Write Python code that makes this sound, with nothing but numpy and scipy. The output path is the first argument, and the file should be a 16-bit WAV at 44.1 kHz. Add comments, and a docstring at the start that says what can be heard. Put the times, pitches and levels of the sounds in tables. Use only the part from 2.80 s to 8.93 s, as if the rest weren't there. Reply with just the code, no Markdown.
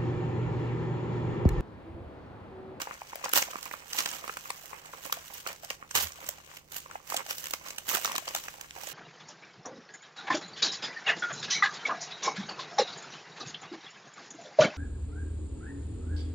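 """Quiet furnished room, two spaced microphones close to a table where hands turn and unwrap a stiff paper roll.
Hum and rumble run throughout under a creeping, grainy crackle: noise broken by random tiny releases.
Snaps and scrapes (ragged noise bursts) and hollow pops (short sines in puffs) peak near 0.5 s, with soft low jolts.
Sparser handling follows from 1.4 s, a rough turn with the strongest jolts near 3.2 s, then a quieter spell.
From 4.3 to 5.7 s the snaps and pops crowd together, and they thin out towards the end at 6.1 s."""
import sys
import numpy as np
from scipy import signal
from scipy.fft import rfft, irfft, next_fast_len
from scipy.io import wavfile
from scipy.ndimage import uniform_filter1d, map_coordinates

SR = 44100
rng = np.random.default_rng(int(sys.argv[2]) if len(sys.argv) > 2 else 0)


def gain_from_db(level_db):
    """Turn a decibel level (scalar or array-like) into a linear amplitude factor."""
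    decades = np.asarray(level_db, float) / 20
    return 10 ** decades


def to_wav(sig):
    """Store sig (one row per channel, or 1-D mono) as 16-bit WAV at the path in sys.argv[1].

    Samples outside -1..1 are clipped; the rate is SR.
    """
    pcm = np.clip(np.atleast_2d(sig), -1, 1) * 32767
    pcm = np.round(pcm).astype(np.int16)
    wavfile.write(sys.argv[1], SR, pcm.T)  # frames by channels


N = 270333  # samples
LEAD_S = 0.01  # s of swell kept ahead of each burst's full strength


def along(points, hz):
    """Reads (f/Hz, value) points on a logarithmic frequency axis."""
    f, value = np.transpose(points)
    return np.interp(np.log(hz + 1), np.log(f + 1), value)


def unit(x):
    """Scales to an rms of 1."""
    return x / np.sqrt(np.mean(x ** 2) + 1e-20)


def filtered(x, response):
    """Multiplies the spectrum of x by a response of frequency."""
    m = next_fast_len(x.shape[-1] + 4096)
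    spectrum = rfft(x, m) * response(np.fft.rfftfreq(m, 1 / SR))
    return irfft(spectrum, m)[..., :x.shape[-1]]


def coloured(x, spectrum):
    """Gives x the colour of a table, at an rms of 1."""
    return unit(filtered(x, lambda hz: gain_from_db(along(spectrum, hz))))


def wobble(rate):
    """A smooth random curve with rate knots a second."""
    knots = rng.standard_normal(int(N * rate / SR) + 4)
    return map_coordinates(knots, [np.arange(N) * rate / SR])


def pair(shape, apart):
    """Left and right noise that share all but a part of their power."""
    shared, left, right = rng.standard_normal((3, *shape))
    apart = np.clip(apart, 0, 1)
    return np.sqrt(1 - apart) * shared + np.sqrt(apart) * np.array([left, right])


def sides(pan_db):
    """Left and right gains that differ by pan_db, positive to the left."""
    return gain_from_db(np.array([pan_db / 2, -pan_db / 2]))


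def shaped(noise, swell):
    """Noise bursts that carry just the energy of their envelope."""
    burst = noise * swell
    wanted = 2 * (swell ** 2).sum(-1)
    return burst * np.sqrt(wanted / (burst ** 2).sum((0, 2)))[:, None]


def placed(bursts, times):
    """Sums stereo bursts (2, events, samples); a random shift of the left arrival loosens their stereo likeness."""
    shift = [[1], [0]] * rng.normal(0, 2.4, len(times))  # samples
    start = np.abs(np.round(times * SR + shift)).astype(int)
    at = start[..., None] + np.arange(bursts.shape[-1])
    return np.array([np.bincount(a.ravel(), b.ravel(), N + SR)[:N] for a, b in zip(at, bursts)])


# colour of the room tone, up to a top cut near 16 kHz: f/Hz, relative level/dB per Hz
AIR = [(12, -30), (25, -14), (45, 7), (75, 9), (110, 2), (250, -0.5), (500, -0.5), (2400, -32), (9900, -28),
       (13000, -36), (15800, -20), (16050, -71)]
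# how alike the room tone is at the two microphones: f/Hz, left-right likeness
AIR_ALIKE = [(60, 0.82), (200, 0.86), (500, 0.4), (1500, 0.032)]
# hum tones: f/Hz, level/dB rms before their wobble
HUM = [(25, -77.5), (151.5, -71)]


def air():
    """Room tone: noise near mono in the bass, with hum tones unsteady in level and phase."""
    def mid_side(hz):
        turn = np.arccos(np.clip(along(AIR_ALIKE, hz), 0, 1)) / 2
        return gain_from_db(along(AIR, hz)) * [np.cos(turn), np.sin(turn)]

    mid, side = filtered(rng.standard_normal((2, N)), mid_side)
    t = np.arange(N) / SR
    hum = 0
    for hz, db in HUM:
        level = np.sqrt(2) * gain_from_db(db + 0.72 * wobble(4.1))
        hum = hum + level * np.sin(2 * np.pi * hz * t + 0.32 * wobble(3.12))
    return gain_from_db(-64) * unit(np.array([mid + side, mid - side])) + hum


# decay of the furnished room: f/Hz, t60/s
ROOM = [(200, 0.09), (1500, 0.15), (6000, 0.22), (15000, 0.13)]


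def room(x):
    """Table and walls answer with a noise tail in which each frequency dies at its own speed."""
    hz, t, z = signal.stft(rng.standard_normal((2, SR // 3)), SR, nperseg=256)
    decay = gain_from_db(-60 * t / along(ROOM, hz)[:, None])
    tail = signal.istft(z * decay, SR, nperseg=256)[1]
    tail = np.pad(tail / np.linalg.norm(tail[0]), ((0, 0), (90, 0)))  # 90 samples of delay
    return signal.fftconvolve(x, tail, axes=1)[:, :N]


# the roll jolts in the hands: t/s at the start, level/dB before swell, decay and grip, settled f/Hz, t60/s
JOLTS = [(0.567, -48, 94, 0.17), (1.2, -49, 110, .1), (3.143, -41, 79.6, 0.46), (3.212, -48, 167, 0.19),
         (3.235, -41, 69.3, 0.24), (3.475, -46, 66.4, 0.15), (4.125, -54, 71.6, 0.16)]


def jolts():
    """Low, soft pushes of air: decaying sines that sag in pitch as the roll settles."""
    s, db, hz, t60 = np.transpose(JOLTS)[..., None]
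    t = np.arange(SR // 3) / SR
    cycles = hz * (t + 0.3 * 0.05 * (1 - np.exp(-t / 0.047)))
    swell = 1 - np.exp(-t / 0.014)
    push = gain_from_db(db - 60 * t / t60) * swell * np.sin(2 * np.pi * cycles)
    return placed(np.array([push, push]), s[:, 0]) * gain_from_db(3.1 * wobble(35))  # uneven grip


# the resting grip keeps the layers creeping: t/s, crackle level/dB, brightness/dB
CREEP = [(0.0, -51, -5.5), (0.26, -56, -3.5), (0.41, -52.5, -4), (0.8, -49.5, 1), (1.04, -60.5, -22),
         (1.4, -69, 8), (1.8, -55, 9), (2.1, -70, 8), (2.49, -71, 9), (2.8, -65, -3), (3.02, -63.5, -4),
         (3.36, -58, -6), (3.58, -59, -8), (3.85, -73.5, 2), (4.03, -64, -9), (4.22, -67, -10),
         (4.81, -56.5, -11), (5.04, -62, -14), (5.43, -56, 1), (5.88, -57, -4), (6.13, -57, -8)]
# the hands slide one layer over another:
# t/s at full strength, crackle level/dB, swell/s and fade/s (each for SWELL_DB), brightness/dB
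SLIDES = [(0.0, -39.5, .1, 0.053, -0.5), (0.449, -41, 0.028, 0.073, -7), (0.566, -24.5, 0.037, 0.079, 5),
          (0.78, -55, 0.6, .2, -13), (0.937, -47, 0.14, 0.12, 6), (1.16, -42.5, 0.12, 0.22, 5.5),
          (1.195, -39, 0.13, 0.44, 0), (1.488, -48.5, 0.15, 0.62, 0), (1.699, -47, 0.12, 0.14, 1),
          (1.937, -53.5, .4, 1, -4), (2.146, -47, 0.039, 0.068, 0.5), (2.253, -43.5, 0.073, 0.12, 3),
          (2.36, -49.5, 0.09, 0.52, 0), (2.578, -47, 0.15, 0.11, 3.5), (2.683, -43, 0.049, 0.11, -2),
          (2.843, -48.5, .055, 0.066, 1.5), (2.917, -50.5, 0.06, 0.09, -4.5), (3.158, -26, 0.014, 0.1, 4),
          (3.189, -34.5, 0.05, 0.11, 3.5), (3.226, -35.5, 0.075, 0.037, 16),
          (3.484, -44.5, 0.17, 0.081, 0.5), (3.766, -53, 0.31, 0.079, -1), (3.927, -50, 0.031, 0.16, 1),
          (3.968, -41, 0.053, 0.045, 9), (4.151, -54, 0.43, 0.078, -2.5), (4.311, -41.5, 0.057, 0.088, 5.5),
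          (4.34, -42, 0.039, 0.073, -1), (4.393, -44.5, .15, 0.075, -4.5), (4.507, -38, 0.076, 0.071, 4.5),
          (4.593, -44.5, 0.097, 0.25, 14.5), (4.658, -45.5, 0.11, 0.056, -9), (4.745, -47, 0.092, 0.07, 5),
          (4.891, -43.5, 0.098, 0.05, 0), (4.996, -55, 0.23, 0.28, 6), (5.089, -36, 0.05, 0.28, 6.5),
          (5.155, -30.5, 0.069, 0.076, 0.5), (5.255, -38, 0.076, 0.15, 0), (5.33, -49, 0.22, 0.18, -19),
          (5.563, -42, .3, 0.23, 1), (5.827, -63, .3, 0.19, -11), (6.043, -46, 0.15, .6, 2.5)]
SWELL_DB = 20


def handling():
    """Strength (dB) and brightness (dB) of the sliding: powers add, and brightness is weighted by power."""
    t = np.arange(0, N + 32, 32) / SR
    s, *columns = np.transpose(CREEP)
    creep_db, creep_bright = [np.interp(t, s, c) for c in columns]
    creep_power = gain_from_db(creep_db) ** 2
    s, db, swell, fade, bright = np.transpose(SLIDES)[..., None]
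    away = np.abs(t - s) / np.maximum(np.where(t < s, swell, fade), 0.005)
    power = gain_from_db(db - SWELL_DB * away) ** 2
    total = power.sum(0) + creep_power
    brightness = ((power * bright).sum(0) + creep_power * creep_bright) / total
    return [np.interp(np.arange(N) / SR, t, c) for c in (10 * np.log10(total), brightness)]


def grains(per_s, life_s, spread_db):
    """Envelope of many tiny releases at random moments, a few larger than the rest."""
    hit = rng.random(N) < per_s / SR
    sizes = hit * gain_from_db(np.clip(spread_db, 0, 6) * np.minimum(rng.exponential(size=N), 2))
    t = np.arange(SR // 20) / SR
    release = t / life_s * np.exp(1 - t / life_s)
    return np.abs(signal.fftconvolve(sizes, release)[:N])


def patchy(x, depth_db):
    """Random bright and dull patches over pitch and time, as ever other bits of the sheet move."""
    z = signal.stft(x, nperseg=256)[2]
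    field = uniform_filter1d(rng.standard_normal(z.shape[1:]), size=7, axis=0)  # over pitch
    field = uniform_filter1d(field, size=4, axis=1)  # over time
    return unit(signal.istft(z * gain_from_db(depth_db * unit(field)), nperseg=256)[1][:, :N])


# colours of the paper (crackle, top end, duller body of the sheet): f/Hz, relative level/dB per Hz;
# a top cut ends the top end near 16 kHz
CRACKLE = [(700, -10), (1500, 0), (2500, -1.5), (2900, 4.5), (3450, -1), (5000, -1.5), (6150, 2),
           (8500, -2.5), (10200, -19), (11500, -51)]
TOP_END = [(8500, -33), (9800, -9.5), (11500, -0.5), (14600, 3.5), (15800, -1.5), (16050, -83),
           (17000, -70)]
BODY = [(90, -16), (200, -8), (440, -8), (540, 3), (620, -5), (1070, 0), (1580, -4.5), (2600, -3),
        (4000, -42)]
TOP_DB, TOP_FOLLOWS = -6.5, 0.56  # top end over crackle at brightness 0, dB gained per dB of brightness
BODY_DB, BODY_FOLLOWS = -4, 1  # body over crackle at brightness 0, dB lost per dB of brightness


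def rustle():
    """Layers slide: a hiss broken into grains, bright crackle over a duller flutter of the sheet."""
    crackle_db, brightness = handling()
    top_db = TOP_DB + TOP_FOLLOWS * brightness
    body_db = crackle_db + BODY_DB - BODY_FOLLOWS * brightness
    fine = grains(per_s=260, life_s=0.0008, spread_db=1.5)
    coarse = grains(per_s=35, life_s=0.0015, spread_db=5)
    grit = (1.1 + fine) * gain_from_db(1.5 * wobble(40))
    bright = grit * pair((N,), apart=0.96)
    flutter = (1.0 + coarse + 0.3 * fine) * gain_from_db(2.5 * wobble(30))
    dull = flutter * pair((N,), apart=0.44)
    bright = patchy(bright, depth_db=1.5)
    bright = coloured(bright, CRACKLE) + gain_from_db(top_db) * coloured(bright, TOP_END)
    mixed = gain_from_db(crackle_db) * bright + gain_from_db(body_db) * coloured(dull, BODY)
    return sides(3.2 * wobble(8)) * mixed  # wanders between left and right


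def chance(count, spread_db):
    """Random moments with the sliding there; sizes mostly small, now and then large."""
    draw = rng.random((count, 4))
    s = LEAD_S + draw[:, 0] * (N / SR - LEAD_S)
    strength_db, brightness = [c[(s * SR).astype(int) - 1] for c in handling()]
    size_db = strength_db + spread_db * np.minimum(-np.log(draw[:, 1] + 1e-9), 2.5)
    return s, size_db, brightness, 2 * draw[:, 2] - 1, 2 * draw[:, 3] - 1


def small_pops():
    """Lesser patches buckle at random: rows like POPS, stronger when the sliding is dull."""
    s, db, brightness, a, b = chance(count=260, spread_db=4.0)
    level_db = db + BODY_DB - BODY_FOLLOWS * brightness + 2  # 2 dB over the body
    return np.c_[s, level_db, 1048 * 1.6 ** a, 6 * b]  # around 1048 Hz, panned up to 6 dB


# patches buckling: t/s at full strength, level/dB, f/Hz, leftward pan/dB
POPS = [(0.0209, -36, 1305, 4), (0.073, -31.5, 910, 4), (0.1111, -31.5, 1250, 4), (0.2182, -34, 850, 4.5),
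        (0.3327, -33.5, 950, 0), (0.3576, -40.5, 660, 18), (0.4413, -28.5, 1120, -3), (0.4595, -27, 910, 3),
        (0.4978, -32.5, 1410, -1), (0.5362, -22.5, 1390, 0), (0.565, -24, 950, -8), (0.5773, -29, 587, 9),
        (0.6258, -29.5, 2250, 16), (0.68, -44, 700, -5), (0.735, -35.5, 1150, -1),
        (0.7576, -27.5, 1190, -4), (0.787, -38, 1190, -3), (0.861, -34.5, 1110, -2.5),
        (0.9134, -31, 1940.0, -2), (0.939, -28.5, 1130, -2.5), (1.157, -42, 990.0, 2),
        (1.1905, -28, 1290, -3), (1.208, -32, 1120, -1), (1.2607, -32.5, 2480, -14),
        (1.442, -33.5, 1180, -3), (1.4796, -32, 1160, -6), (1.496, -27, 1280.0, -2.5),
        (1.5707, -29.5, 1410, 0), (1.657, -35, 1300, -2), (1.704, -27, 1058, 0),
        (1.9316, -36.5, 1040, 12.5), (2.137, -36.5, 1060, 3), (2.2983, -35.5, 1010, 3),
        (2.327, -26.5, 1320, 3), (2.6654, -28, 1350, -6), (2.8355, -41.5, 660, -5), (2.907, -26.5, 2640, 4),
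        (3.027, -36, 1230, 0.5), (3.1112, -39, 1250, 0), (3.1524, -26, 2350, -1), (3.491, -36.5, 610, 5),
        (4.061, -39.5, 1090, -3), (4.1125, -40, 1320, 13), (4.1562, -31, 830, 2), (4.3235, -27.5, 1140, -2),
        (4.3448, -27.5, 744, 0), (4.4058, -37.5, 1100, -12), (4.511, -29.5, 1350, 1),
        (4.6415, -40, 1870.0, 6), (4.7377, -27.5, 1166, 4), (4.9066, -35, 2360, 2), (5.0893, -49, 1760, -6),
        (5.1154, -30.5, 1140, 2), (5.1372, -34, 1260, -13), (5.157, -28, 1280, -5), (5.25, -27, 1240, -10),
        (5.277, -31, 1140, -4), (5.2978, -30, 1060, 2), (5.3558, -29.5, 1140, -5), (5.384, -27.5, 1120, 0),
        (5.48, -34, 1070.0, -6), (5.5508, -31, 770, 6), (5.5633, -34.5, 1320.0, -5),
        (5.684, -30.5, 1680, -1), (5.9645, -39, 815, -2), (5.983, -40, 744, 1), (6.0341, -43, 1083, -3),
        (6.074, -41.5, 567, 5)]


def pops():
    """A patch flips over and swings a few cycles inside a rough puff."""
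    s, db, hz, pan_db = np.r_[POPS, small_pops()].T[..., None]
    t = np.arange(2048) / SR - LEAD_S
    cycles = hz * t
    swell = np.exp(-(cycles / np.where(t < 0, 1.0, 2.2)) ** 2)
    tone = np.sin(2 * np.pi * (cycles + rng.random((len(s), 1))))
    puff = coloured(pair((len(s), len(t)), apart=0.39), BODY)
    puff = shaped(puff, np.exp(-np.abs(t) / np.where(t < 0, 0.0012, 0.003)))  # s to rise, s to fall
    burst = 1.36 * swell * tone + 0.61 * puff
    return placed(burst * gain_from_db(db) * sides(pan_db), s[:, 0] - LEAD_S)


def small_snaps():
    """Lesser creases give way at random: rows like SNAPS, short and as bright as the sliding."""
    s, db, brightness, a, b = chance(count=340, spread_db=2.5)
    top_db = TOP_DB + TOP_FOLLOWS * brightness
    return np.c_[s, db - 2, top_db, 2.2 * 1.5 ** a, 5 * b]  # around 2.2 ms, panned up to 5 dB


# creases snapping, and some longer scrapes of 9 ms and more: t/s at full strength, level/dB,
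# top end over crackle/dB, length/ms (scales rise and fall), leftward pan/dB
SNAPS = [(0.018, -27.5, -10.5, 5.5, -6), (0.141, -42, -8, 2.3, -4), (0.297, -43, -8, 2.1, 5),
         (0.357, -32, -2, 3.3, -1), (0.441, -34.5, -8, 2, 5), (0.445, -24.5, -6, 1.5, -2.5),
         (0.454, -29.5, -19, 2.5, -3), (0.493, -29, -7, 1.9, -2), (0.5352, -14, -6, 2.8, -2),
         (0.5571, -22.5, -7, 11, -7), (0.576, -16, -7, 1.9, -9), (0.6235, -23, -22, 5.2, -8.5),
         (0.712, -34.5, -6, 2.1, -4), (0.83, -30, -4, 2.4, -5), (0.8558, -31, -3, 1.8, 2),
         (1.1322, -24.5, -16, 3.8, 1), (1.157, -37, -11, 2.5, 5), (1.1771, -30, -14, 3.1, 3),
         (1.1869, -19.5, -10.5, 9.7, -1), (1.2056, -22, -13, 3.9, 1), (1.2597, -21, -6, 3.7, 0),
         (1.2896, -31, -22, 9.2, -2), (1.315, -29.5, -26, 3.4, -1), (1.479, -37, -9, 6, -6),
         (1.572, -34.5, -5, 3.4, -4), (1.7043, -28, -27, 4.3, 6), (1.8582, -37.5, 3, 2.2, -1),
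         (2.059, -40.5, -10, 3.3, -5), (2.2634, -35, 7, 0.83, -12), (2.3263, -19, -1.5, 4.1, 0.5),
         (2.3417, -32, 1, 3.4, 1), (2.54, -36.5, 10, 6.2, -1), (2.6732, -28, -4, 5, 1),
         (2.7298, -36.5, -5, 2.9, 1), (2.848, -32.5, -7, 2.3, -3), (2.904, -24, -11, 3.5, -1.5),
         (2.913, -35, -21, 1.7, -8), (3.1111, -31.5, -16, 5, -3.5), (3.1532, -21, -7, 4.4, -11),
         (3.1738, -23.5, -11, 13, -4), (3.2012, -27.5, -10, 27, -1), (3.2714, -32, -15, 3.6, -3),
         (3.3217, -37, -20, 3.2, -3), (3.4656, -35.5, -15, 3.4, -8), (3.49, -22, -2, 3.3, -2.5),
         (3.771, -38, -7, 4.9, -5), (3.9223, -36.5, -1, 2.3, -6), (3.968, -39.5, 5, 20, 3),
         (4.1122, -42.5, -16, 2.9, -3), (4.3022, -28.5, -3, 5.2, 1), (4.3437, -26.5, -6, 3.5, 0),
         (4.3667, -22.5, -13, 6.8, -1), (4.374, -21.5, -20, 1.7, 0), (4.465, -35, -14, 2.3, -5),
         (4.4994, -35, -5, 4.7, -6), (4.509, -22.5, -12, 3.1, 4), (4.5717, -39, 1, 4.9, 1),
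         (4.583, -30, 1, 3.9, 0), (4.6422, -30.5, -8, 3, -7), (4.6574, -28, -7, 2.3, 3),
         (4.67, -28.5, -9, 3.1, -3), (4.7093, -29, -2, 4.9, -3), (4.7372, -21, -12.5, 3.4, -1.5),
         (4.8857, -35, -12, 4.1, -2), (4.906, -33, -13, 5, 3), (4.9843, -27, -12, 5.4, -3.5),
         (5.0849, -31, -1, 6, 2), (5.0912, -24, -8, 2.3, -6), (5.115, -31, 10, 5, -6),
         (5.129, -31, 6, 2.6, -4), (5.1392, -36, 1, 1.8, -5), (5.1507, -19.5, -0.5, 3.5, -4),
         (5.171, -27, -5, 2.7, 4), (5.2412, -32, -9, 1.8, 5), (5.2474, -21.5, -4, 3.6, -3),
         (5.2572, -20, -17, 2.1, 3), (5.3196, -29, -6, 3.4, -6), (5.3537, -29, -6, 6, -2),
         (5.362, -22, -14, 3.2, 0), (5.3814, -20.5, -11, 2.4, 7), (5.479, -29.5, -16, 4.7, 9),
         (5.4881, -31.5, -14, 8.2, -3), (5.5497, -20, -6, 3.5, 3), (5.5628, -33.5, -10, 6.4, -14),
         (5.6851, -37.5, -16, 4.9, -5), (5.812, -32, -8, 4.3, -3), (5.909, -32, -25, 1.7, -1),
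         (6.0355, -33.5, -3, 3, -4), (6.071, -32.5, -12, 7.5, -2), (6.098, -37, -7, 1.7, -1)]


def snaps():
    """A short ragged burst, or a longer scrape: noise that swells, then dies a little slower."""
    s, db, top_db, ms, pan_db = np.r_[SNAPS, small_snaps()].T[..., None]
    t = np.arange(2048) / SR - LEAD_S
    ragged = gain_from_db(2.6 * np.repeat(rng.standard_normal((len(s), 128)), 16, axis=1))
    time_ms = np.where(t < 0, np.minimum(0.31 * ms, 1.4), 0.53 * ms)
    swell = np.exp(-np.abs(t) * 1000 / time_ms)
    noise = pair((len(s), len(t)), apart=0.28) * ragged
    noise = coloured(noise, CRACKLE) + gain_from_db(top_db) * coloured(noise, TOP_END)
    bumps = rng.standard_normal((len(s), 14))  # every fold has its own size, so its own tone
    bump_hz = np.geomspace(700, 16000, 14)

    def tone(hz):
        return gain_from_db(2.8 * np.array([along(np.c_[bump_hz, b], hz) for b in bumps]))

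    burst = shaped(filtered(noise, tone), swell)
    return placed(burst * gain_from_db(db) * sides(pan_db), s[:, 0] - LEAD_S)


# table and housing bend the path to the left capsule: f/Hz, lateness/rad
SHADOW = [(300, 0.73), (1150, 0.49), (1320, 1.22), (1800, 0.28), (3000, 0.66)]
LAG_S = 0.00016  # s; the paper is nearer the right capsule


def scene():
    """The paper over the table, late at the left capsule, with the answer of the room and its tone."""
    sheet = rustle() + snaps() + pops()
    sheet = filtered(sheet, lambda hz: 1 / (1 + (130 / (hz + 1)) ** 4))  # rustle, snaps and pops fall away below about 130 Hz
    paper = sheet + jolts()

    def arrival(hz):
        late = 2 * np.pi * hz * LAG_S + along(SHADOW, hz)
        return np.exp(np.outer([-0.5j, 0.5j], late))  # half delays the left, half advances the right

    paper = filtered(paper, arrival)
    return paper + gain_from_db(-12.0) * room(paper) + air()


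# colour of the two capsules: f/Hz, left minus right level/dB
TILT = [(60, -1), (200, -2.5), (400, -5.5), (1300, -3), (4400, 0), (8000, -2), (15000, -7.5)]


def low_pass(x):
    """Removes everything above the highest recorded frequency."""
    return signal.sosfilt(signal.butter(12, 16980, fs=SR, output="sos"), x)


def record(dry):
    """Two spaced capsules that differ in colour pick up the scene."""
    mix = filtered(dry, lambda hz: sides(along(TILT, hz)))
    return low_pass(mix)


dry = scene()
out = record(dry)
to_wav(out)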